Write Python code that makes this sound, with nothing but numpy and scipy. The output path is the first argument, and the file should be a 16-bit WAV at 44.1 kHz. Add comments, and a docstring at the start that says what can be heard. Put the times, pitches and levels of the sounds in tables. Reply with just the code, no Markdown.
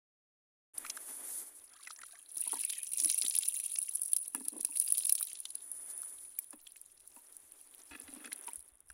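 """Snowy ground outdoors: water from a plastic bucket floods a snow-heaped plant pot, spills and spatters on the snow.
Clumped clicks, damped bubble tones and ringing pot-wall modes make the spill; single drops snap and plop over it.
The bucket knocks, scuffs and gurgles through damped modes, and fingers squeak on it in rising tones.
A jacket sleeve swishes in shaped noise, over spray, soft rumble and bumps of the hand. The mono microphone sits
behind a port that rings near 10 kHz; the sound begins after a short silence."""
import sys
import numpy as np
from scipy import signal
from scipy.fft import rfft, irfft
from scipy.io import wavfile
from scipy.ndimage import uniform_filter1d, map_coordinates

SR = 44100
rng = np.random.default_rng(int(sys.argv[2]) if len(sys.argv) > 2 else 0)


def output_pcm(signal):
    """Save a mono or channel-first signal as 16-bit PCM at the path in sys.argv[1].

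    Samples are clipped to [-1, 1] before scaling.
    """
    pcm = np.clip(np.atleast_2d(signal).T, -1, 1) * 32767
    wavfile.write(sys.argv[1], SR, np.round(pcm).astype(np.int16))


def volts_from_db(level):
    """Convert decibel levels to linear amplitude ratios."""
    exponent = np.asarray(level, float) / 20
    return 10 ** exponent


N = 393813


def unit(x):
    """Scaled to rms 1."""
    return x / np.sqrt(np.mean(x ** 2) + 1e-20)


def peak(x):
    """Scaled to a peak of 1."""
    return x / np.abs(x).max()


def curves(rows):
    """One value per sample for each column after the time."""
    s, *cols = np.transpose(rows)
    return np.array([np.interp(np.arange(N) / SR, s, c, left=c[0], right=c[-1]) for c in cols])


def during(rows):
    """1 between the first and last time of a table, 0 elsewhere."""
    t = np.arange(N) / SR
    return (t > rows[0][0]) & (t < rows[-1][0])


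def swell(start, length, db, rise_db_s, fall_db_s):
    """A level in dB that climbs to db at start, holds for length and falls away."""
    t = np.arange(N) / SR
    before = np.clip(start - t, 0, None)
    after = np.clip(t - start - length, 0, None)
    return db - rise_db_s * before - fall_db_s * after


def wobble(rate):
    """A smooth random curve, rate knots a second."""
    knots = rng.standard_normal(int(N * rate / SR) + 4)
    return map_coordinates(knots, [np.arange(N) * rate / SR])


def steady(x, seconds):
    """Slow swings of level divided out."""
    power = np.abs(uniform_filter1d(x ** 2, int(seconds * SR)))
    return x / np.sqrt(power + 1e-3)


def response(spectrum):
    """Causal minimum-phase impulse response of (Hz, dB) points, closed steeply outside them."""
    f, db = np.transpose(spectrum)
    octaves = np.log2(np.fft.rfftfreq(4096, 1 / SR) + 1)
    below = np.clip(np.log2(f[0]) - octaves, 0, 2)
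    above = np.clip(octaves - np.log2(f[-1]), 0, 2)
    level_db = np.interp(octaves, np.log2(f), db) - 30 * (below + above)
    # folding the cepstrum forward in time makes the response causal
    cep = irfft(np.log(volts_from_db(level_db)))
    cep[1:2048] *= 2
    cep[2049:] = 0
    return irfft(np.exp(rfft(cep)))


def coloured(x, spectrum):
    """x through the spectrum, at rms 1."""
    return unit(signal.fftconvolve(x, response(spectrum))[:N])


def modes(table, t):
    """One damped sine per (Hz, dB, t60) row."""
    hz, db, t60 = np.transpose(table)[:, :, None]
    return volts_from_db(db - 60 * t / t60) * np.sin(2 * np.pi * hz * t)


def crackle(per_s, spread_db, clump_db, clumps_per_s):
    """Random clicks of uneven size that arrive in clumps, at rms 1."""
    when, size, sign = rng.random((3, N))
    sizes = volts_from_db(-spread_db * np.log(size + 0.014))
    clicks = (when < per_s / SR) * sizes * np.sign(sign - .5)
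    return unit(clicks * volts_from_db(clump_db * wobble(clumps_per_s)))


def bubbles(per_s, centre_hz, spread, cycles, uneven_db, life=256):
    """Short damped tones of scattered pitch and size, at rms 1; life is in samples."""
    when, pitch, size = rng.random((int(per_s * N / SR), 3)).T[:, :, None]
    ratio = np.exp(spread * np.log(pitch / (1 - pitch)) / 2)
    turns = np.minimum(centre_hz * ratio, SR / 4) * np.arange(life) / SR
    strength = np.sqrt(ratio) * volts_from_db(-uneven_db * np.log(size + 0.0062))
    tones = strength * np.sin(2 * np.pi * turns) * turns * np.exp(-turns / cycles)
    where = (when * N).astype(int) + np.arange(life)
    return unit(np.bincount(where.ravel(), tones.ravel(), N + life)[:N])


def patchy(x, depth_db):
    """The colour flickers: random gains in patches about 1.5 kHz wide and 6 ms long."""
    z = signal.stft(x, nperseg=128)[2]
    across = uniform_filter1d(rng.standard_normal(z.shape), size=4, axis=0)
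    field = unit(uniform_filter1d(across, size=4, axis=1))
    # the second term keeps the mean power
    gain_db = depth_db * field - depth_db ** 2 * np.log(10) / 20
    return signal.istft(z * volts_from_db(gain_db), nperseg=128)[1][:N]


# overflow, one table per spell: (time [s], fine droplet level [dB], big droplets relative to fine [dB])
OVERFLOW = [
    [(1.55, -60.5, -15.5), (1.78, -65, -3), (1.87, -54.5, -8), (2.28, -60, -10), (2.38, -39, -19.5),
     (2.71, -41, -10), (2.84, -46.5, -12), (3.01, -36, -10), (3.27, -37, -10.5), (4.15, -45, -20.5),
     (4.56, -50, -18), (4.8, -36.5, -23.5), (5.05, -37, -17.5), (5.3, -46.5, -13.5), (5.65, -79.5, 9)],
    [(6.15, -66, -7), (6.71, -64, -8.5), (7.55, -66.5, -9), (7.83, -63.5, -4), (8.52, -50, -19),
     (8.85, -74, -20), (8.93, -50, -18)],
]
# ringing pot wall: (mode frequency [Hz], relative level [dB], t60 [s])
POT_MODES = [(2788, 6.5, 0.034), (3300, -1, 0.063), (4090, -2.5, 0.12), (4580, -6.5, 0.05),
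             (5260, -3, 0.055), (5920, 10, 0.037), (6595, 12.5, 0.024), (7690, 10.5, 0.022)]
# droplet snaps as heard through the microphone port: (frequency [Hz], relative level [dB])
SNAP_COLOUR = [(2940, -40), (5000, -19.5), (5900, -14.5), (6290, -23), (7760, -10.5), (9600, 11),
               (10600, 9), (13200, -16.5), (15900, -9.5), (16300, -69)]
# thin ticks at the very top: (frequency [Hz], relative level [dB])
TICK_COLOUR = [(10000, -38), (12500, 21), (15800, 13), (16500, -29)]
# wet thuds and splashes: (frequency [Hz], relative level [dB])
WET_COLOUR = [(700, -21.5), (1500, -13.5), (2300, 0.5), (4000, 4), (5900, 4), (6300, 0), (7500, 14),
              (8500, -11.5)]


def spatter():
    """The stream breaks into droplets: clumps snap brightly; bubbles and thuds sound lower and ring the pot wall."""
    total = 0
    wall = modes(POT_MODES, np.arange(4096) / SR).sum(axis=0)
    # the heavy spell is dense and blurred, the late trickle sparse with more thin ticks
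    for rows, snaps_per_s, tick_share in zip(OVERFLOW, (4000, 700), (.05, .18)):
        fine_db, coarse_db = curves(rows)
        clumps = volts_from_db(np.minimum(6.8 * wobble(170) + 2.5 * wobble(30), 9.5))
        snaps = clumps * crackle(snaps_per_s, spread_db=2.5, clump_db=6.0, clumps_per_s=410)
        snaps = coloured(snaps, SNAP_COLOUR)
        ticks = crackle(70, spread_db=-6.0, clump_db=-12.5, clumps_per_s=8)
        fine = snaps + tick_share * coloured(ticks, TICK_COLOUR)
        thuds = crackle(2000, spread_db=8.0, clump_db=9.0, clumps_per_s=170)
        thuds = unit(clumps ** 0.69 * thuds)
        blips = bubbles(1600, centre_hz=3600, spread=0.576, cycles=1.45, uneven_db=4.5)
        blips = unit(np.sqrt(clumps) * blips)
        wet = patchy(0.75 * thuds + 0.3 * blips, depth_db=5.5)
        ringing = unit(signal.fftconvolve(wet, wall)[:N])
        coarse = coloured(wet, WET_COLOUR) + 0.56 * ringing
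        mix = steady(fine, 0.098) + volts_from_db(coarse_db) * steady(coarse, 0.117)
        total = total + during(rows) * volts_from_db(fine_db) * mix
    return total


# single drops snapping: (time [s], snap level [dB], bright tick relative to snap [dB])
DROP_SNAPS = [(0.7804, -21.5, -29), (0.897, -28, -23), (0.967, -26, -27), (2.3777, -34, -30),
              (2.4132, -16.5, -36), (2.52, -17.5, -27), (2.649, -18, -33), (2.7042, -25.5, -25),
              (2.8314, -25, -38), (2.9336, -19.5, -22), (3, -15, -33), (3.0146, -22, -21),
              (3.0455, -16, -34), (3.0576, -12.5, -30), (3.099, -21, -8), (3.1144, -19, -19),
              (3.144, -17, -24), (3.1781, -18, -23), (3.213, -15.5, -22), (3.2732, -26, -20),
              (3.2974, -18, -24), (3.3644, -17.5, -22), (3.3868, -12.5, -15), (3.4844, -15, -14),
              (3.6, -19, -24), (3.786, -15.5, -32), (3.827, -18, -33), (3.9371, -31, -21),
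              (3.9544, -17.5, -36), (4.017, -16, -31), (4.033, -21, -30), (4.0576, -25.5, -37),
              (4.1322, -9, -38), (4.164, -15.5, -29), (4.3479, -20, -34), (4.4829, -15.5, -32),
              (4.6088, -20.5, -24), (4.63, -28, -12), (4.648, -13.5, -21), (4.7335, -35, -22),
              (4.7554, -28, -21), (4.799, -10.5, -26), (4.862, -25, -7), (4.9224, -12.5, -9),
              (4.98, -17.5, -4), (5.0562, -19, -14), (5.068, -18, -16), (5.094, -14, -8.5),
              (5.1236, -9.5, -11), (5.1526, -16.5, -30), (5.209, -21.5, -8), (5.227, -18.5, -8),
              (5.402, -25.5, -24), (5.453, -26, -22), (5.504, -29, -35), (5.5529, -23, -30),
              (5.7153, -23, -30), (5.977, -27.5, -29), (6.018, -24.5, -34), (6.3876, -23, 0),
              (6.4433, -34, -13), (6.506, -31.5, -22), (6.6745, -34.5, -16), (6.72, -36, -18),
              (6.766, -38.5, -5), (6.814, -35, -22), (7.075, -35, -26), (7.1617, -39, -28),
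              (7.324, -41.5, -11), (7.367, -33.5, -19), (7.52, -37.5, -10), (7.6118, -40, -20),
              (7.7475, -39, -2), (7.999, -32, -25), (8.1374, -29.5, -31), (8.329, -21, -36),
              (8.4723, -28, -47), (8.533, -26, -28), (8.557, -28, -22), (8.804, -42.5, -27)]


def drops():
    """A drop lands with one sharp snap among a few weaker spikes of fading noise, with a bright tick on top."""
    out, t = np.zeros(N + SR), np.arange(1024) / SR
    port, bright = response(SNAP_COLOUR), response(TICK_COLOUR)
    for s, db, bright_db in DROP_SNAPS:
        spikes = rng.standard_normal(len(t)) ** 3  # cubing leaves a few tall ones
        t60 = 0.017 * (.5 + rng.random())
        burst = peak(spikes * volts_from_db(-60 * t / t60) * (1 - np.exp(-t / 0.00027)))
        burst[round(.0008 * SR)] += 1.6  # the sharp snap
        snap, tick = [peak(signal.fftconvolve(burst, h)[:len(t)]) for h in (port, bright)]
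        out[round(s * SR):][:len(t)] += volts_from_db(db) * (snap + volts_from_db(bright_db) * tick)
    return out[:N]


# heavier drops landing: (time [s], hollow ring level [dB], hollow pitch [Hz])
HEAVY_DROPS = [(0.777, -41.5, 4600), (0.849, -36, 1520), (0.864, -36.5, 2330), (0.9004, -27.5, 5940),
               (0.972, -37.5, 1470), (1.735, -50, 5200), (1.809, -52, 3950), (1.828, -51, 3990),
               (1.8726, -37, 1950), (1.9045, -41.5, 1290), (1.909, -40, 4550), (1.9617, -44.5, 5700),
               (2.0162, -43.5, 1960), (2.033, -40.5, 1320), (2.1548, -48.5, 1810), (2.637, -39, 2500),
               (2.698, -34, 3830), (2.7329, -35, 3270), (2.833, -46.5, 2930), (3.001, -28, 5900),
               (3.046, -28.5, 5940), (3.0998, -24, 6250), (3.22, -23.5, 5070), (3.263, -28.5, 3900),
               (3.309, -32, 5000), (3.34, -35, 4750), (3.3757, -33, 5270), (3.433, -31.5, 3900),
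               (3.4565, -33, 5770), (3.5986, -40.5, 2690), (3.758, -31.5, 5460), (3.883, -42.5, 2680),
               (4.132, -38, 4200), (4.1654, -32.5, 5200), (4.348, -41, 1280), (4.4513, -50.5, 4870),
               (4.4829, -36.5, 5800), (4.61, -42, 5940), (4.6494, -35.5, 5750), (4.757, -47, 2600),
               (4.7702, -38, 5000), (4.813, -39, 6300), (4.8773, -35.5, 4800), (4.949, -37, 4170),
               (4.9212, -40, 5700), (4.9805, -36.5, 4760), (5.006, -40.5, 3600), (5.034, -35, 4500),
               (5.054, -34, 3840), (5.0944, -29, 5460), (5.123, -36, 5550), (5.152, -34.5, 5500),
               (5.1796, -35, 3700), (5.2088, -44.5, 1300), (5.2273, -36.5, 3850), (5.273, -43, 3760),
               (5.316, -45, 3100), (5.354, -41, 4810), (5.454, -32, 3800), (5.504, -46, 4660),
               (5.551, -47, 4640), (5.242, -43, 4900), (5.298, -44.5, 5970), (5.58, -54, 4200),
               (5.606, -52, 3600), (6.031, -46.5, 1370), (6.3866, -45.5, 2310), (6.529, -50, 1580),
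               (6.6688, -42, 3200), (6.76, -48, 2430), (7.8, -55.5, 4400), (8.246, -40, 1900),
               (8.274, -44.5, 1590), (8.32, -36, 2240), (8.328, -38.5, 4200), (8.481, -41.5, 2530),
               (8.9012, -44.5, 1560)]
PLOP_RISE_S = .0028


def plops():
    """A heavier drop digs a wet hollow that rings a few cycles over a broad splash that also rings the pot wall."""
    out, t = np.zeros(N + SR), np.arange(1024) / SR
    snow, wall = response(WET_COLOUR), modes(POT_MODES, t).sum(axis=0)
    t60 = np.where(t < PLOP_RISE_S, .009, .016)  # rise, then fall
    envelope = volts_from_db(-60 * np.abs(t - PLOP_RISE_S) / t60)
    for s, db, hz in HEAVY_DROPS:
        noise = rng.standard_normal((2, len(t))) * envelope
        noise[1, round(PLOP_RISE_S * SR)] += 6.7 * np.sign(noise[0, 0])  # the hard first contact
        hollow = np.sin(2 * np.pi * hz * t) * volts_from_db(-60 * t * hz / 7) * (t * hz) ** 0.85
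        ring = np.convolve(noise[0], hollow[:256])[:len(t)]
        splash = signal.fftconvolve(noise[1], snow)[:len(t)]
        pot = signal.fftconvolve(splash, wall)[:len(t)]
        plop = peak(ring) + 0.83 * peak(splash) + 0.26 * peak(pot)
        out[round((s - .002) * SR):][:len(t)] += volts_from_db(db) * plop
    return out[:N]


# ringing bucket: (mode frequency [Hz], relative level [dB], t60 [s])
BUCKET_MODES = [(277, -2.5, 0.17), (303, 9, 0.07), (435, 6.5, 0.02), (557, -9.5, 0.051), (774, 2, 0.01),
                (947, -9.5, 0.034), (1360, 1, 0.019), (1720, 1, 0.033), (2000, 3.5, 0.012),
                (2570, 7.5, 0.012), (3354, -3.5, 0.029), (3850, -8, 0.014), (4460, -19.5, 0.034)]
# bucket knocks: (time [s], wall level [dB], bottom relative to wall [dB], rim relative to wall [dB])
BUCKET_KNOCKS = [(2.367, -55, -10, -7), (2.467, -67, 18.5, -20), (2.533, -50.5, 15.5, -17),
                 (2.564, -59, 11.5, -10), (3.019, -51, -13, -15), (3.052, -46.5, -27, -15),
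                 (3.241, -48, -29, 2.5), (4.349, -36.5, -6.5, 0.5), (4.407, -40.5, -15, -17),
                 (4.462, -52, -14, -5), (4.537, -44, -18, -22), (4.562, -40.5, -23, -30),
                 (4.643, -58, 0, 3), (4.692, -56, 1, -6), (6.533, -41.5, -15, -13.5), (7.166, -58.5, 4, -2),
                 (7.914, -50, -6, 4.5), (8.008, -52, -21, -8), (8.081, -47, -23, 0),
                 (8.129, -44.5, -31, -6), (8.164, -41, -28, -23), (8.205, -51, -18, 0),
                 (8.244, -56, -14, 12), (8.257, -48.5, -28, 7), (8.279, -50, -23, -13), (8.48, -52, 11, -2)]
# hands scuffing the bucket: (time [s], length [s], wall level [dB], bottom and rim relative to wall [dB])
HAND_SCUFFS = [(2.496, 0.11, -67.5, 0), (4.357, 0.023, -52.5, -14), (4.526, 0.076, -57.5, -18),
               (7.917, 0.033, -58, 4.5), (7.96, 0.26, -75, 3), (8.242, 0.088, -67, -0.5)]
SCUFF_SWELL_DB_S, SCUFF_FADE_DB_S = 1200, 305


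def bucket():
    """Rough pushes (knocks) and runs of small ones (scuffs) ring wall, bottom and rim; gurgling rings the rim."""
    out, t = np.zeros(N + SR), np.arange(SR // 4) / SR
    hz = np.array(BUCKET_MODES)[:, 0]
    wall, rim = hz < 800, hz > 1100
    bottom = ~wall & ~rim
    ringing = modes(BUCKET_MODES, t)
    for s, db, bottom_db, rim_db in BUCKET_KNOCKS:
        strength = volts_from_db(3 * rng.standard_normal(len(BUCKET_MODES)))  # each knock excites the modes unevenly
        push = rng.standard_normal(2048) * volts_from_db(-60 * t[:2048] / 0.054)
        push *= 1 - np.exp(-t[:2048] / 0.00071)
        low, middle, high = [peak(signal.fftconvolve((part * strength) @ ringing, push)[:len(t)])
                             for part in (wall, bottom, rim)]
        knock = low + volts_from_db(bottom_db) * middle + volts_from_db(rim_db) * high
        out[round((s - .003) * SR):][:len(t)] += volts_from_db(db) * knock
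    out = out[:N]
    rubbing = crackle(4000, spread_db=6.5, clump_db=3.5, clumps_per_s=90)
    deep, light = [steady(unit(signal.fftconvolve(rubbing, part @ ringing)[:N]), 0.12)
                   for part in (wall, ~wall)]
    light = patchy(light, depth_db=3)
    for s, length, db, light_db in HAND_SCUFFS:
        level_db = swell(s, length, db, SCUFF_SWELL_DB_S, SCUFF_FADE_DB_S)
        out += volts_from_db(level_db) * (deep + volts_from_db(light_db) * light)
    slosh = gurgles()
    return out + slosh + 0.011 * signal.fftconvolve(slosh, rim @ ringing)[:N]


# water gurgling in the tipped bucket: (time [s], length [s], level [dB], bubble pitch [Hz])
GURGLE_RUNS = [(0.841, 0.015, -59, 2260), (1.721, 0.16, -67, 1810), (1.954, 0.22, -69.5, 1630),
               (2.43, 0.38, -57.5, 3060)]
BUBBLE_SAMPLES, GURGLE_PER_S = 768, 520
GURGLE_SWELL_DB_S, GURGLE_FADE_DB_S = 400, 250


def gurgles():
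    """Dense, rough runs of bubbles scattered around one pitch."""
    out = 0
    for s, length, db, hz in GURGLE_RUNS:
        level_db = swell(s, length, db, GURGLE_SWELL_DB_S, GURGLE_FADE_DB_S) + 2.5 * wobble(60)
        run = bubbles(GURGLE_PER_S, centre_hz=hz, spread=0.34, cycles=3.3, uneven_db=4.5,
                      life=BUBBLE_SAMPLES)
        out = out + volts_from_db(level_db) * steady(run, 0.093)
    return out


# finger squeaks: (time [s], level [dB], pitch at that time [Hz])
FINGER_SQUEAKS = [(8.49, -61, 2800), (8.52, -58, 2380)]
SQUEAK_RISE_HZ_S, SQUEAK_FADE_DB_S = 39000, 900


def squeak():
    """Wet skin slips on plastic with short, rough rising tones."""
    out, t = 0, np.arange(N) / SR
    for s, db, centre_hz in FINGER_SQUEAKS:
        hz = np.clip(centre_hz + SQUEAK_RISE_HZ_S * (t - s), 0, SR / 4)
        level_db = swell(s, 0, db, SQUEAK_FADE_DB_S, SQUEAK_FADE_DB_S) + 3 * wobble(360)
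        rough_hz = hz * (1 + 0.015 * wobble(350))
        out = out + volts_from_db(level_db) * np.sin(2 * np.pi * np.cumsum(rough_hz) / SR)
    return out


# sleeve strokes: (time of full level [s], hold [s], port hiss level [dB], fade [dB/s],
# smooth cloth hiss relative to port [dB], low rush relative to port [dB])
SLEEVE_STROKES = [(.75, 0.049, -60, 30.2, 0, -4.5), (1.125, 0.27, -49.5, 90, 2, -14),
                  (5.788, 0.25, -45.5, 32, -8.5, -24), (7.196, 0.75, -66.5, 25, 1.5, -12.5),
                  (8.21, 0.28, -60.5, 98, -8, -9)]
STROKE_SWELL_DB_S = 42
# still air: port hiss, smooth hiss, low rush (level [dB])
STILL_AIR_DB = [-99, -84.5, -82]
# fine spray over the heavy overflow, at a flow of SPRAY_AT_DB: port hiss, smooth hiss, low rush (level [dB])
SPRAY_LEVEL_DB = [-52.5, -61.5, -82.5]
# growth of the same three with the flow (gain per flow level [dB/dB])
SPRAY_GROWTH = [0.79, 0.78, 0.5]
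SPRAY_AT_DB = -45
# hiss ringing in the microphone port: (frequency [Hz], relative level [dB])
PORT_COLOUR = [(8500, -22.5), (9300, -3), (9900, 12.5), (10500, -3), (11300, -25)]
# smooth cloth hiss: (frequency [Hz], relative level [dB])
CLOTH_COLOUR = [(1470, -57), (2500, -33), (3570, -21.5), (4590, -16), (5010, -17), (8300, -5.5), (10000, 2),
                (15100, -13), (16100, -55)]
# low rush: (frequency [Hz], relative level [dB])
RUSH_COLOUR = [(100, -63), (170, -27.5), (249, -1.5), (402, 0), (450, -4), (610, -3), (1980, -6.5),
               (2970, -12.5), (3500, -9), (4550, -33), (7700, -120)]
# rumble: (frequency [Hz], relative level [dB])
RUMBLE_COLOUR = [(10, 6), (40, -20), (85, -4), (110, -20), (135, -16.5)]


def air():
    """Rubbing cloth and spray hiss in the port and smoothly across the treble, over a low rush and a rumble."""
    flow_db = curves(OVERFLOW[0])[0] - SPRAY_AT_DB
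    spraying = during(OVERFLOW[0])
    gains = np.array([volts_from_db(still) + spraying * volts_from_db(db + grows * flow_db)
                      for still, db, grows in zip(STILL_AIR_DB, SPRAY_LEVEL_DB, SPRAY_GROWTH)])
    for s, hold, db, fall, cloth_db, rush_db in SLEEVE_STROKES:
        stroke = volts_from_db(swell(s, hold, db, STROKE_SWELL_DB_S, fall))
        gains += stroke * volts_from_db([[0], [cloth_db], [rush_db]])
    noise = rng.standard_normal((4, N))
    grit = .5 * crackle(3600, spread_db=4.0, clump_db=20.5, clumps_per_s=14)
    port = coloured(noise[0] * volts_from_db(2.23 * wobble(90)) + grit, PORT_COLOUR)
    wide = coloured(noise[1] * volts_from_db(3.1 * wobble(44)), CLOTH_COLOUR)
    rush = coloured(noise[2] * volts_from_db(2.0 * wobble(40)), RUSH_COLOUR)
    rumble = coloured(noise[3] * volts_from_db(5.8 * wobble(28.0)), RUMBLE_COLOUR)
    return (gains * [port, wide, rush]).sum(axis=0) + volts_from_db(-83.0) * rumble


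# handling bumps: (time [s], level [dB], pitch [Hz])
HAND_BUMPS = [(7.909, -51, 71), (8.575, -53, 62), (8.72, -57, 49.3), (8.898, -50, 55)]


def thumps():
    """Slow bumps of the hand that holds the microphone: low damped sines with a soft onset."""
    out, t = np.zeros(N + SR), np.arange(SR // 4) / SR
    onset = 1 - np.exp(-t / 0.0082)
    for s, db, hz in HAND_BUMPS:
        bump = volts_from_db(db - 60 * t / 0.11) * np.sin(2 * np.pi * hz * t) * onset
        out[round(s * SR):][:len(t)] += bump
    return out[:N]


def scene():
    """All sources reach one microphone, copied to both channels."""
    near = spatter() + drops() + plops() + bucket() + squeak()
    # droplets and a thin shell radiate almost nothing in the bass
    bass_cut = signal.butter(8, 225, "high", fs=SR, output="sos")
    mono = signal.sosfilt(bass_cut, near) + thumps() + air()
    return np.array([mono, mono])


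def low_pass(x):
    """Removes everything above the highest recorded frequency."""
    return signal.sosfilt(signal.butter(12, 17000, fs=SR, output="sos"), x)


def record(dry):
    """Silence, then a quick fade-in."""
    start_s, fade_s = .735, 0.017
    fade = np.clip((np.arange(N) / SR - start_s) / fade_s, 0, 1)
    return low_pass(dry * fade)


dry = scene()
out = record(dry)
output_pcm(out)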